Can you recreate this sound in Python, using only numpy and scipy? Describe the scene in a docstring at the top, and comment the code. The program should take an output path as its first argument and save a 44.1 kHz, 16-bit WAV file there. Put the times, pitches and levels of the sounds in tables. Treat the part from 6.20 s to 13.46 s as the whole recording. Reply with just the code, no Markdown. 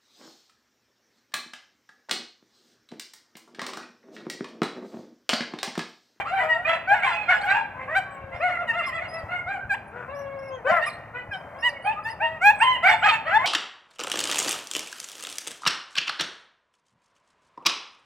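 """Two coyotes yip, yelp and whine over each other in an outdoor pen, with thin whistled squeaks in between.
Each yip is a stack of harmonics that arches in pitch and strength, pure or hoarse; a squeak is a gliding whistle.
One long whine fills the lull. Huts and fences throw the calls back, and the trees add a diffuse tail.
A few soft low bumps are decaying low tones; a distant rumble and faint air are coloured noise underneath."""
import sys
import numpy as np
from scipy import signal
from scipy.fft import rfft, irfft, next_fast_len
from scipy.io import wavfile
from scipy.ndimage import map_coordinates

SR = 44100
rng = np.random.default_rng(int(sys.argv[2]) if len(sys.argv) > 2 else 0)


def put_to_file(sound):
    """Save the sound as 16-bit audio at rate SR, in the file named by the first command-line argument."""
    columns = np.atleast_2d(sound).T  # one column per channel
    safe = np.clip(columns, -1, 1)
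    whole_steps = np.round(safe * 32767)
    wavfile.write(sys.argv[1], SR, whole_steps.astype(np.int16))


N = 320166
TOP_HZ = 15750  # nothing sounds above this


def amp(db):
    """Decibels to gain."""
    return 10 ** (np.asarray(db) / 20)


def semitones(steps):
    """Semitones to a pitch ratio."""
    return 2 ** (steps / 12)


def unit(x):
    """Scale to rms 1."""
    return x / np.sqrt(np.mean(x ** 2) + 1e-20)


def along(points, hz):
    """Read a value between (Hz, value) points, on a logarithmic pitch axis."""
    point_hz, value = np.transpose(points)
    return np.interp(np.log(hz + 1), np.log(point_hz), value)


def wobble(rate, size):
    """A smooth random curve with rate random points a second."""
    knots = rng.standard_normal(int(size * rate / SR) + 4)
    return map_coordinates(knots, [1 + np.arange(size) * rate / SR])


def noise(spectrum, size):
    """Random hiss given a tone colour, at rms 1."""
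    hz = np.fft.rfftfreq(size, 1 / SR)
    white = rng.standard_normal(size)
    return unit(irfft(rfft(white) * amp(along(spectrum, hz)), size))


def add(track, start, x):
    """Mix a stereo sound into a track from a start sample on."""
    part = x[:, :max(N - start, 0)]
    track[:, start:start + part.shape[1]] += part


def span(start_s, length, fade):
    """Start sample, clock in seconds and soft on-off gate of one call."""
    start = max(int((start_s - fade / 2) * SR), 0)
    t = np.arange(start, int((start_s + length + fade / 2) * SR)) / SR
    inside = np.minimum(t - start_s, start_s + length - t)
    gate = np.sin(np.pi / 2 * np.clip(inside / fade + .5, 0, 1)) ** 2
    return start, t, gate


def arch(progress, crest, rise, fall):
    """A curve that climbs by rise to zero at the crest, then drops by fall; progress runs from 0 to 1."""
    crest = np.clip(crest, .1, .9)
    before = np.clip(1 - progress / crest, 0, 1)
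    after = np.clip((progress - crest) / (1 - crest), 0, 1)
    return -rise * before ** 2 - fall * after ** 2


def yips(level_db):
    """Pitch and effort arch together; as the mouth closes, strength passes from overtones to fundamental."""
    # one row per yip or yelp: start_s, length_s, crest (share of the length), crest_pitch_hz,
    # scoop_semitones (up to the crest), sag_semitones (after it), fundamental_db (before the overall level),
    # then relative to the fundamental: second_harmonic_db, third_harmonic_db, upper_harmonics_db;
    # extra_treble_db, mouth_closing_db, hoarseness (0-1, higher is capped), reflected_share (0-1),
    # left_minus_right_db (without the tail from the trees)
    yip_rows = [(-0.024, 0.051, 0.36, 796, 2, 1.5, -26, -12.5, -12.5, -20, 2, -4, 0.9, 0.7, -0.5),
                (0.051, 0.066, 0.56, 689.4, 4.5, 0.8, -49.0, 17, 1.5, 4, 1.5, 10, 0.3, 0.7, 0.5),
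                (0.109, 0.12, 0.38, 785.4, 2.5, 2.7, -22.0, -12.0, -16, -23, 1.5, 1.5, 0.1, 0.6, 0),
                (0.17, 0.092, 0.47, 491, 2.4, 2.5, -42.5, 8, 9, -3, 4.5, -1.0, 0.6, 0.5, 0.5),
                (0.197, 0.27, 0.17, 628.3, -0.9, -4, -31, -6.5, -22.5, -22.5, 10, -1, 0.2, 0.5, 0.5),
                (0.288, 0.094, 0.3, 951, 0.0, 0.75, -32.5, 13.0, -5.5, -8, -1.5, 3, 0.04, 0.6, -1),
                (0.447, 0.13, 0.35, 660, 2, -0.5, -28.5, -3, 0, -10.5, -8, 6.5, 0.88, 0.74, -0.5),
                (0.675, 0.082, 0.68, 820.3, 1.94, -3, -18.5, -0.5, -11.5, -18.5, 1.5, 6, 0.1, 0.3, 1.0),
                (0.7, 0.11, 0.44, 745.0, 3.5, 3.2, -27, -6.5, -9.0, -15.5, 2, -10.5, 0.3, 1, -1.5),
                (0.817, 0.051, 0.56, 780, 3, -2.3, -26.5, -6.5, -2, -9, -0.5, 15.5, 0.7, 1, 0.5),
                (0.843, 0.087, 0.38, 1035, -3, 5.5, -26, -7, -17, -15.5, 5, 1, 1, 0.4, -0.5),
                (0.902, 0.18, 0.24, 850, 1.7, 1, -37, -3.5, 5, -7.5, -9, 2, 0.44, 1, -2.0),
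                (0.903, 0.072, 0.31, 693, -1.2, 1.2, -38, 8.5, 5.5, -2, -0.5, 9, 0, 0.2, 0),
                (1.082, 0.053, 0.43, 739, 1.2, 2.3, -20.5, 4.5, 0.5, -11.5, -5.5, 8.5, 0.42, 0.8, -0.5),
                (1.109, 0.084, 0.28, 841, -4, 0.6, -28, 1, -18.5, -11, -1.5, 16.5, 0.3, 1, -2),
                (1.222, 0.051, 0.59, 806.7, 1, -0.84, -27, -10, -19, -16.5, 11.5, 23, 0.08, 0.5, -2),
                (1.263, 0.069, 0.72, 781, 2, -1, -29.5, 11.5, 2.5, -5, -7, -10, 0.4, 0.5, -1.5),
                (1.316, 0.096, 0.4, 922, 2, 0.9, -29.5, -11, -4, -15, 3, 15.5, 0.5, 0.4, 3),
                (1.319, 0.12, 0.15, 836, -0.8, 1.4, -26.5, -3.5, -12.5, -19, 1, -6.5, 0.1, 0.8, 0.0),
                (1.545, 0.15, 0.56, 520, 0.7, 0.7, -50.5, 8, 1.0, -15.5, 1.5, 10, 0.9, 0.6, 1),
                (1.678, 0.091, 0.58, 637.5, 3.5, -0.4, -35, -2, 1.5, -20, 2, 7.0, 0.6, 0.5, -1.5),
                (1.747, 0.053, 0.51, 781, 2.5, 1.5, -24, 2.5, -5.5, -10.5, 2.5, 12.5, 0.19, 0.32, 1),
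                (1.85, 0.36, 0.65, 539.0, -0.9, 2, -45.5, -6.5, -6.5, -23, -1.0, 15, 0.3, 0.97, 1.5),
                (2.117, 0.079, 0.26, 700, 0.9, -0.8, -39.5, -6.5, -4, -14.5, -9, 2, 0.7, 0.6, 0.5),
                (2.201, 0.11, 0.46, 728.0, 4.5, 4, -24.5, -3, -4.5, -19.5, 1.5, -5, 0, 0.6, 0.5),
                (2.264, 0.11, 0.11, 727, -0.0, 2.1, -29, -7.5, -9.5, -21, 4.5, -15, 0.36, 0.9, 0),
                (2.378, 0.068, 0.53, 692.5, 0, 6.5, -32, 1.5, -6, -19.5, 0, 8.0, 0.1, 0.9, -1),
                (2.474, 0.046, 0.61, 920.0, -1.5, 1, -30, 7.5, 2, -9, 5.5, -8, 0.05, 0.46, 1.5),
                (2.532, 0.094, 0.56, 703, 2.5, 5, -32.5, 2, 1, -13.5, 1.5, -3, 0.1, 0.6, 0.5),
                (2.611, 0.046, 0.27, 702, 0.4, 1.5, -51.5, 13, 20.5, 3.5, -0.5, 5, 0.4, 0.9, 0.5),
                (2.666, 0.042, 0.62, 1033, -3, 1, -37, 5.5, -12.0, -7.5, 10.5, -24, 0.3, 0.4, 0.0),
                (2.714, 0.08, 0.48, 671.5, 2, 2.5, -35, -1.0, 5, -10.5, -3, -2, 0, 0.9, 0.5),
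                (2.801, 0.077, 0.39, 728.0, 1.2, 2, -35, -6.5, -4, -17.5, -4, -1, 0.5, 0.7, 0.0),
                (2.901, 0.13, 0.44, 662, 1.3, 0.8, -41, -1.5, 2.0, -15.5, 4, -0.5, 0.1, 0.8, 1.5),
                (3.082, 0.11, 0.4, 721.0, 2.1, 1, -35.5, 6, 1.5, -15.5, 0.5, -7.5, 0.19, 1, 0),
                (3.263, 0.12, 0.45, 805, 3.5, 2.46, -31.5, 1, -6.0, -18.5, 4, 2, 0.2, 0.4, 0.5),
                (3.389, 0.067, 0.63, 797, 2.5, 4, -56.5, 21, -17, -9, -6.0, 10, 0.08, 0.5, -4.0),
                (3.498, 0.057, 0.54, 789, -1.0, -6.5, -30, 7.5, -1.5, -10.5, 10.0, 9.5, 0, 0.2, 0.5),
                (3.725, 0.16, 0.34, 489.2, 1.9, 0.7, -48, 1, 5, -20, 3.0, -3, 1.2, 0.1, 3.5),
                (4.45, 0.16, 0.57, 694, 6, 3.1, -22, -6.5, -4.5, -29.5, 11, -4.5, 0.54, 0.37, 2),
                (4.465, 0.067, 0.52, 766, 0.44, 2.5, -28.5, 1, -10, -7.5, -2, 13.5, 0.08, 0.4, 0),
                (4.61, 0.043, 0.51, 927, 2.3, -3, -36, 11.0, -0.5, -4.0, 1.5, -5, 0.3, 0.9, 0),
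                (4.66, 0.037, 0.54, 1243, 2.5, 4.5, -30.0, -5.5, -25, -7.5, 7, -5.0, 0.0, 0.3, 0.0),
                (4.934, 0.091, 0.32, 495, 1, 0.1, -45.5, 2, 6.0, -10, -9.5, 2, 0.3, 1, 0),
                (5.114, 0.063, 0.56, 772, -1.5, 0.4, -38.5, 2.5, -5.5, -8.5, -4, 21.5, 0.03, 0.26, 1.5),
                (5.341, 0.26, 0.51, 583.7, 2.5, 1.7, -45.5, -7, -11, -20, 1.0, 15.5, 0.3, 0.5, 0.5),
                (5.428, 0.069, 0.57, 976.6, 1.2, 1.3, -30.5, 11.5, 4, -4.5, 6.5, 2, 0.0, 0, -0.5),
                (5.643, 0.085, 0.44, 842.5, 3, -1.8, -23.0, -12.5, -10.5, -21.0, -16.5, -1.5, 0.08, 0.7, 0),
                (5.648, 0.121, 0.14, 617, 0, 0.9, -43.5, -4, -16, -7, -4, -4, 0, 0.1, 0.0),
                (5.758, 0.048, 0.43, 620, 1, -1.1, -50, 19, -5, -7.5, 5, -6, 0.1, 0.5, 0.5),
                (5.848, 0.056, 0.44, 900.5, 0.6, -2.5, -34, 5, -6.5, -10.5, 10.5, 3, 0.1, 0.48, 0),
                (6.003, 0.092, 0.47, 927.5, 3.5, -0.0, -22.5, -5.0, -10.0, -22.5, -4, 4, 0.06, 0.3, 0.5),
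                (6.004, 0.18, 0.15, 646, 0.5, 0.6, -33, -15, -9, -19.0, 0.5, -11.5, 0.08, 0.3, 0),
                (6.213, 0.102, 0.69, 835.3, 3.5, -1.7, -13.0, -3.0, -5.5, -14, 5.5, 6, 0, 0.17, 0.5),
                (6.401, 0.043, 0.62, 926, 4.5, -3.5, -17.5, -4.5, -5, -16, 1.5, 7, 0.1, 0.3, -0.5),
                (6.423, 0.15, 0.44, 1024.0, -1.0, 1.2, -22.0, -3.5, -5.5, -19.5, 7, -4, 0, 0.5, -1),
                (6.63, 0.055, 0.81, 775, 3.5, 1.4, -21.5, 3, 3.5, -10.5, 2, -1, 0.2, 0.4, 0.5),
                (6.671, 0.082, 0.33, 735.5, 3.3, 1.4, -28, 3, 8.5, -2.5, -1, 14.5, 0.6, 0.3, 0),
                (6.681, 0.07, 0.31, 871.7, 3, -0.6, -19.0, -9.5, -39, -18, -7.5, 6, 0.2, 0.4, -4),
                (6.822, 0.064, 0.44, 841, 5, 1.8, -18.5, -2.0, -9.5, -14.5, -3, 10.5, 0.4, 0.4, -0.5),
                (6.853, 0.066, 0.5, 647, 1.5, 2.5, -47.5, 27.5, 17, 21, -5.5, 7, 0.66, 0.21, 0.5),
                (6.908, 0.066, 0.37, 887, -1.6, 0.5, -22, -12.5, -9.5, -8.0, -6.5, -13, 0.3, 0.3, 0.5),
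                (7.052, 0.087, 0.51, 671, 3.5, 0.5, -33.0, 3, 5.5, -13, -7.5, -8, 0.4, 0.6, -0.5),
                (7.102, 0.083, 0.81, 877.5, 5, -1.2, -16.0, -7.5, -20.5, -19, 0.5, 10, 0.24, 0.2, 1),
                (7.183, 0.063, 0.31, 1020, 0, -2, -29, -1.5, -21, -15.5, -1.0, 8, 0.3, 0.3, 0.5),
                (7.215, 0.072, 0.79, 787, 5, 0.5, -17, -13.0, -10.0, -22.0, -1, 5, 0.4, 0.9, 0)]
    swell_db, die_db = 9.5, 12.5
    # a yip whose fundamental is above loud_db swells from further down: extra swell per dB above it
    loud_db, loud_swell = -19.5, 1.62
    # upper harmonics crest later (share of the length), with their own swell and decay
    bloom_lag, bloom_db, wilt_db = .07, 10.5, 10.5
    # treble grows through a yip as the throat tightens
    tighten_db = 2.5
    # a hoarse yip starts clean: share of its length until it is fully rough
    break_up = 0.3
    out = np.zeros((2, N))
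    for (s, length, crest, hz, scoop, sag, db, second, third, upper,
         treble, closing, hoarse, indirect, pan_db) in yip_rows:
        start, t, gate = span(s, length, fade=.016)
        progress = np.clip((t - s) / length, 0, 1)
        pitch = hz * semitones(arch(progress, crest, scoop, sag))
        push = loud_swell * max(db - loud_db, 0)
        effort = arch(progress, crest, swell_db + push, die_db)
        bloom = arch(progress, crest + bloom_lag, bloom_db + push, wilt_db)
        mouth = closing * (progress - crest)
        overtones = effort - mouth
        harmonics = db + np.array([effort + mouth, second + overtones, third + overtones, upper + bloom])
        rough = hoarse * np.clip(progress / break_up, 0, 1)
        call = voice(pitch, harmonics, rough, treble_db=treble + tighten_db * (progress - crest))
        add(out, start, pen(gate * call, indirect, pan_db))
    return amp(level_db) * out


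def whine(level_db, second_db, third_db, upper_db, closing_db):
    """A long, nearly pure note that sinks and dulls as the mouth closes."""
    # path of the whine: time_s, pitch_hz, level_db (before the overall level)
    whine_path = [(3.88, 511.9, -42.5), (3.922, 565, -41.5), (4.286, 536.7, -40), (4.352, 518, -36.5),
                  (4.42, 431, -51)]
    out = np.zeros((2, N))
    s, hz, db = np.transpose(whine_path)
    start, t, gate = span(s[0], s[-1] - s[0], fade=.03)
    pitch = np.interp(t, s, hz)
    level = level_db + np.interp(t, s, db)
    overtones = level - closing_db * np.linspace(0, 1, len(t))
    harmonics = [level, overtones + second_db, overtones + third_db, overtones + upper_db]
    note = voice(pitch, harmonics, hoarse=.02, treble_db=-7)
    add(out, start, pen(gate * note, indirect=0.52, pan_db=1.0))
    return out


def voice(pitch, harmonics_db, hoarse, treble_db, jitter=0.016, tremor=0.007, flutter=0.54, half_db=-5, rasp_db=2,
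          breath_db=-11.0, upper_db=-1.5, shimmer_db=5.5, dull_db=-5.0, smear=1.05, steady_harmonics=7.8):
    """Vocal folds on a gliding pitch; hoarseness shakes them, doubles their period and adds rasp."""
    # throat and mouth colour of the upper harmonics: pitch_hz, relative_level_db
    throat = [(1800, 19), (2300, 10), (2900, 0.5), (3400, -10.5), (4100, -16), (5000, -23.5), (6200, -31),
              (7700, -23), (9200, -37), (12000, -37), (15000, -44)]
    # colour of the turbulent air in a call: pitch_hz, relative_level_db (per Hz)
    rasp_colour = [(300, -45.5), (550, -2.5), (800, 1.5), (1150, -2), (1700, 12.5), (2600, 4), (3200, -10),
                   (4100, -32), (5600, -30), (7700, -22.5), (9200, -50.5), (12500, -59), (15500, -50)]
    first, second, third, upper = harmonics_db
    size, hoarse = len(pitch), np.clip(hoarse, 0, 1)
    unsteady = tremor * wobble(60.6, size) + 0.0023 * wobble(900, size)
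    pitch = pitch * (1 + unsteady + jitter * hoarse * wobble(300, size))
    phase = 2 * np.pi * np.cumsum(pitch) / SR
    levels = [amp(db + 1.6 * wobble(35, size)) for db in (first, second, third)]
    # upper harmonics flicker, and the softer the call the faster they fall away
    softness = np.clip((-35 - upper) / 25, 0, 1.5)
    for k in range(4, int(TOP_HZ / pitch.mean()) + 1):
        dulling = dull_db * softness * np.clip(np.log2(k * pitch / 2100) / 1.5, 0, 1)
        treble = treble_db * np.clip(np.log2(k * pitch / 3500) / 1.6, 0, 1.3)
        flicker = shimmer_db * wobble(55, size)
        levels.append(amp(upper + upper_db + along(throat, k * pitch) + dulling + treble + flicker))
    # the higher the harmonic, the less steady its phase
    tone = np.zeros(size)
    for k, level in enumerate(levels, 1):
        drift = smear * min(k / steady_harmonics, 1) ** 2 * wobble(280, size)
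        tone += level * np.sin(k * phase + rng.uniform(0, 2 * np.pi) + drift)
    # alternate strong and weak cycles put extra tones halfway between the harmonics
    halves = np.zeros(size)
    for k in range(1, len(levels)):
        between = np.sqrt(levels[k - 1] * levels[k])
        halves += between * wobble(70.7, size) * np.sin((k + .5) * phase)
    shaking = 1 + flutter * hoarse * wobble(260, size)
    folds = np.sqrt(2) * (tone + hoarse * amp(half_db) * halves) * shaking
    # air escapes in one puff per cycle
    effort = np.sqrt(amp(upper) * np.sqrt(sum(level ** 2 for level in levels[:3])))
    air_level = hoarse * amp(rasp_db) * effort + amp(upper + breath_db)
    puffs = 1 + 0.43 * np.sin(phase)
    return folds + air_level * noise(rasp_colour, size) * puffs


def squeaks(level_db, tail_db, octave_db, flicker_db):
    """Thin, unsteady arched whistles with a weak octave."""
    # one row per squeak: start_s, length_s, crest_pitch_hz, scoop_semitones (up to the crest),
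    # sag_semitones (after it), crest_level_db (before the overall level)
    squeak_rows = [ (0.824, 0.042, 9850, 4.5, -3.5, -61), (1.211, 0.027, 4410, 6.5, -.5, -48.5),
                   (1.905, 0.055, 8000, 1, 1, -64.5), (2.142, 0.11, 5470, 3, 8.5, -65.5),
                   (2.658, 0.045, 5270, 1, 3.5, -53.5), (2.882, .13, 5100, 1, 2, -56.5),
                   (3.66, 0.056, 9740, 0, 1.2, -77), (3.948, 0.095, 5800, 3, 2, -62.5),
                   (4.189, 0.12, 5580, 1.2, 1.8, -64), (4.302, 0.092, 3240, 2.5, 1, -59),
                   (4.61, 0.024, 4900, 2, -4, -63), (4.658, .05, 5200, -1, 5, -47.5),
                   (4.661, 0.025, 10240, 2, 1.3, -46.5), (4.73, .03, 4200, 1, -.3, -55),
                   (5.115, 0.094, 5350, 1, 2, -63.5), (5.388, 0.044, 5280, 1, -1.5, -56),
                   (5.49, 0.018, 4800, -7, 3, -46), (5.527, 0.018, 4200, -2, 3.5, -59),
                   (5.622, 0.073, 4660, .9, 1.5, -60.5), (5.625, 0.084, 9350, 0.5, 2, -64),
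                   (5.835, 0.023, 5050, 1.5, -.4, -59.5), (5.89, 0.046, 5050, 6, 2, -52.5),
                   (6.356, 0.15, 8260, 1, -0.5, -52.5), (6.762, 0.06, 8100, 2, 1.1, -58.5)]
    crest, ends_db = 0.36, 6  # crest as share of the length; how much weaker the two ends are
    out = np.zeros((2, N))
    for s, length, hz, scoop, sag, crest_db in squeak_rows:
        start, t, gate = span(s, length, fade=0.0042)
        progress = (t - s) / length
        pitch = hz * semitones(arch(progress, crest, scoop, sag))
        db = crest_db + arch(progress, crest, ends_db, ends_db)
        unsteady_pitch = pitch * (1 + 0.0093 * wobble(200, len(gate)))
        phase = 2 * np.pi * np.cumsum(unsteady_pitch) / SR
        octave = amp(octave_db) * (2 * pitch < TOP_HZ) * np.sin(2 * phase)
        strength = gate * amp(db + flicker_db * wobble(80, len(gate)))
        whistle = strength * (np.sin(phase) + octave)
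        add(out, start, walls(whistle, share=0.34, spread=0.022, width=.6))
        add(out, start, amp(tail_db) * trees(whistle, build=.02, width=.8))
    return amp(level_db) * out


def pen(call, indirect, pan_db, tail_db=-19):
    """A call arrives partly straight and partly off the walls, followed by a tail from the trees."""
    indirect = np.clip(indirect, 0, 1)
    sides = amp([[pan_db / 2], [-pan_db / 2]])
    near = sides * walls(call, share=indirect, spread=0.03, width=0.3)
    # a coyote that faces away sends more of its call into the trees
    out = amp(tail_db) * (1 + indirect) * trees(call, build=0.0066, width=0.086)
    add(out, 0, near)
    return out


def ports(pair, width):
    """Blend two unrelated signals into a left and right; a small width makes them mostly alike."""
    middle, side = pair[0], width * pair[1]
    return np.array([middle + side, middle - side]) / np.sqrt(1 + width ** 2)


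def walls(x, share, spread, width, ripple=0.61):
    """The straight path plus quick reflections from huts and fences: they smear a call but colour it mildly."""
    t = np.arange(SR // 8) / SR
    strengths = rng.standard_normal((2, len(t)))
    arrivals = rng.random(len(t)) < .03
    paths = ports(strengths * arrivals * np.exp(-t / spread), width)
    share = np.clip(share, 0, 1)
    paths *= np.sqrt(2 * share / np.sum(paths ** 2))
    paths[:, 0] += np.sqrt(1 - share)  # the straight path
    z = rfft(np.pad(paths, ((0, 0), (0, len(t)))))
    # a filter that never acts ahead of time evens out the peaks and notches in tone colour
    cepstrum = irfft(np.log(np.mean(np.abs(z) ** 2, axis=0) + 1e-6))[:len(t)]
    even = np.exp((ripple - 1) * rfft(cepstrum, 2 * len(t)))
    y = signal.fftconvolve(x[None], irfft(z * even)[:, :len(t)], axes=1)
    # keep the energy of the call
    return y * np.sqrt(2 * np.sum(x ** 2) / (np.sum(y ** 2) + 1e-20))


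def trees(x, build, width):
    """The diffuse tail: noise that builds up briefly, then each pitch range dies at its own rate."""
    # decay in the pen and the trees: pitch_hz, time_to_fall_60_db_s
    yard = [(300, 1), (900, 0.75), (2000, 0.91), (3500, 0.71), (8000, 0.2), (14000, 0.45)]
    hz, t, z = signal.stft(rng.standard_normal((2, 3 * SR // 4)), SR, nperseg=256)
    decay = amp(-60 * t / along(yard, hz)[:, None])
    tail = signal.istft(z * decay * (1 - np.exp(-t / build)), SR, nperseg=256)[1]
    return signal.fftconvolve(x[None], ports(tail, width) / np.linalg.norm(tail[0]), axes=1)


def bumps(level_db, swell):
    """Each bump is a few low cycles that swell for swell seconds and die."""
    # soft low bumps: start_s, peak_db (of the swell, before the overall level), pitch_hz
    bump_rows = [(2.04, -32, 93.7), (2.146, -30.5, 90), (3.037, -28, 98), (3.259, -34.5, 102),
                 (3.451, -32, 89.4), (4.514, -29, 203), (5.089, -32, 91)]
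    out, t = np.zeros((2, N)), np.arange(SR // 6) / SR
    for s, db, hz in bump_rows:
        envelope = t / swell * np.exp(1 - t / swell)
        thud = amp(db + level_db) * envelope * np.sin(2 * np.pi * hz * t)
        add(out, int(s * SR), np.array([thud, thud]))
    return out


def outdoors(rumble_db, air_db):
    """Distant rumble and faint, gently stirring air: coloured noise, nearly the same left and right."""
    # colours of the distant rumble and the air: pitch_hz, relative_level_db (per Hz)
    rumble_colour = [(20, -23), (35, -16.5), (60, -5), (105, 2.5), (180, -3), (300, -8), (500, -13),
                     (900, -13.5), (2000, -77)]
    air_colour = [(200, -30.5), (600, 14), (1200, 6), (2200, -2.5), (3500, -32), (6000, -31), (15000, -37)]
    # slow course of the rumble: time_s, level_db (before the overall level)
    rumble_course = [(0, -51.5), (1.499, -49.5), (2.6, -49), (5.5, -51), (7.26, -48)]
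    level = np.interp(np.arange(N) / SR, *np.transpose(rumble_course))
    rumble = ports([noise(rumble_colour, N), noise(rumble_colour, N)], width=0.16)
    air = ports([noise(air_colour, N), noise(air_colour, N)], width=0.17)
    stirring = amp(1.5 * wobble(4, N))
    return amp(level + rumble_db) * rumble + amp(air_db) * stirring * air


def scene():
    """The pair of coyotes in their pen, with the bumps and the outdoor background."""
    animals = yips(level_db=0.59)
    animals += whine(level_db=1.5, second_db=0.0, third_db=-5.5, upper_db=-21.5, closing_db=10)
    animals += squeaks(level_db=2.5, tail_db=-18.5, octave_db=-10, flicker_db=5.5)
    return animals + bumps(level_db=-2, swell=0.0045) + outdoors(rumble_db=1.0, air_db=-45.5)


def record(dry):
    """Left and right are coloured differently, the very loudest peaks are rounded and the top is cut."""
    # difference between the sides: pitch_hz, left_minus_right_db, left_lead_radians
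    side_colour = np.array([(100, 1, .1), (400, 2.5, .25), (700, 1.6, 0.34), (1040, 5, 0.9),
                            (1500, 1, 0.08), (1970, -1, 0.6), (2640, -8.5, 1), (3500, -5, -1.8),
                            (5030, 0, -0.91), (8000, 2, -1.1), (12000, 7, .15)])
    size = next_fast_len(N + SR // 4)
    hz = np.fft.rfftfreq(size, 1 / SR)
    level_db = along(side_colour[:, :2], hz)
    lead = along(side_colour[:, ::2], hz)
    left = amp(level_db / 2) * np.exp(.5j * lead)
    # the right is the opposite of the left; their average keeps its strength at every pitch
    response = np.array([left, 1 / left]) / np.abs((left + 1 / left) / 2)
    heard = irfft(rfft(dry, size) * response, size)
    rounded = heard / (1 + np.abs(heard / .9) ** 8) ** (1 / 8)
    return irfft(rfft(rounded) * (hz < TOP_HZ), size)[:, :N]


dry = scene()
out = record(dry)
put_to_file(out)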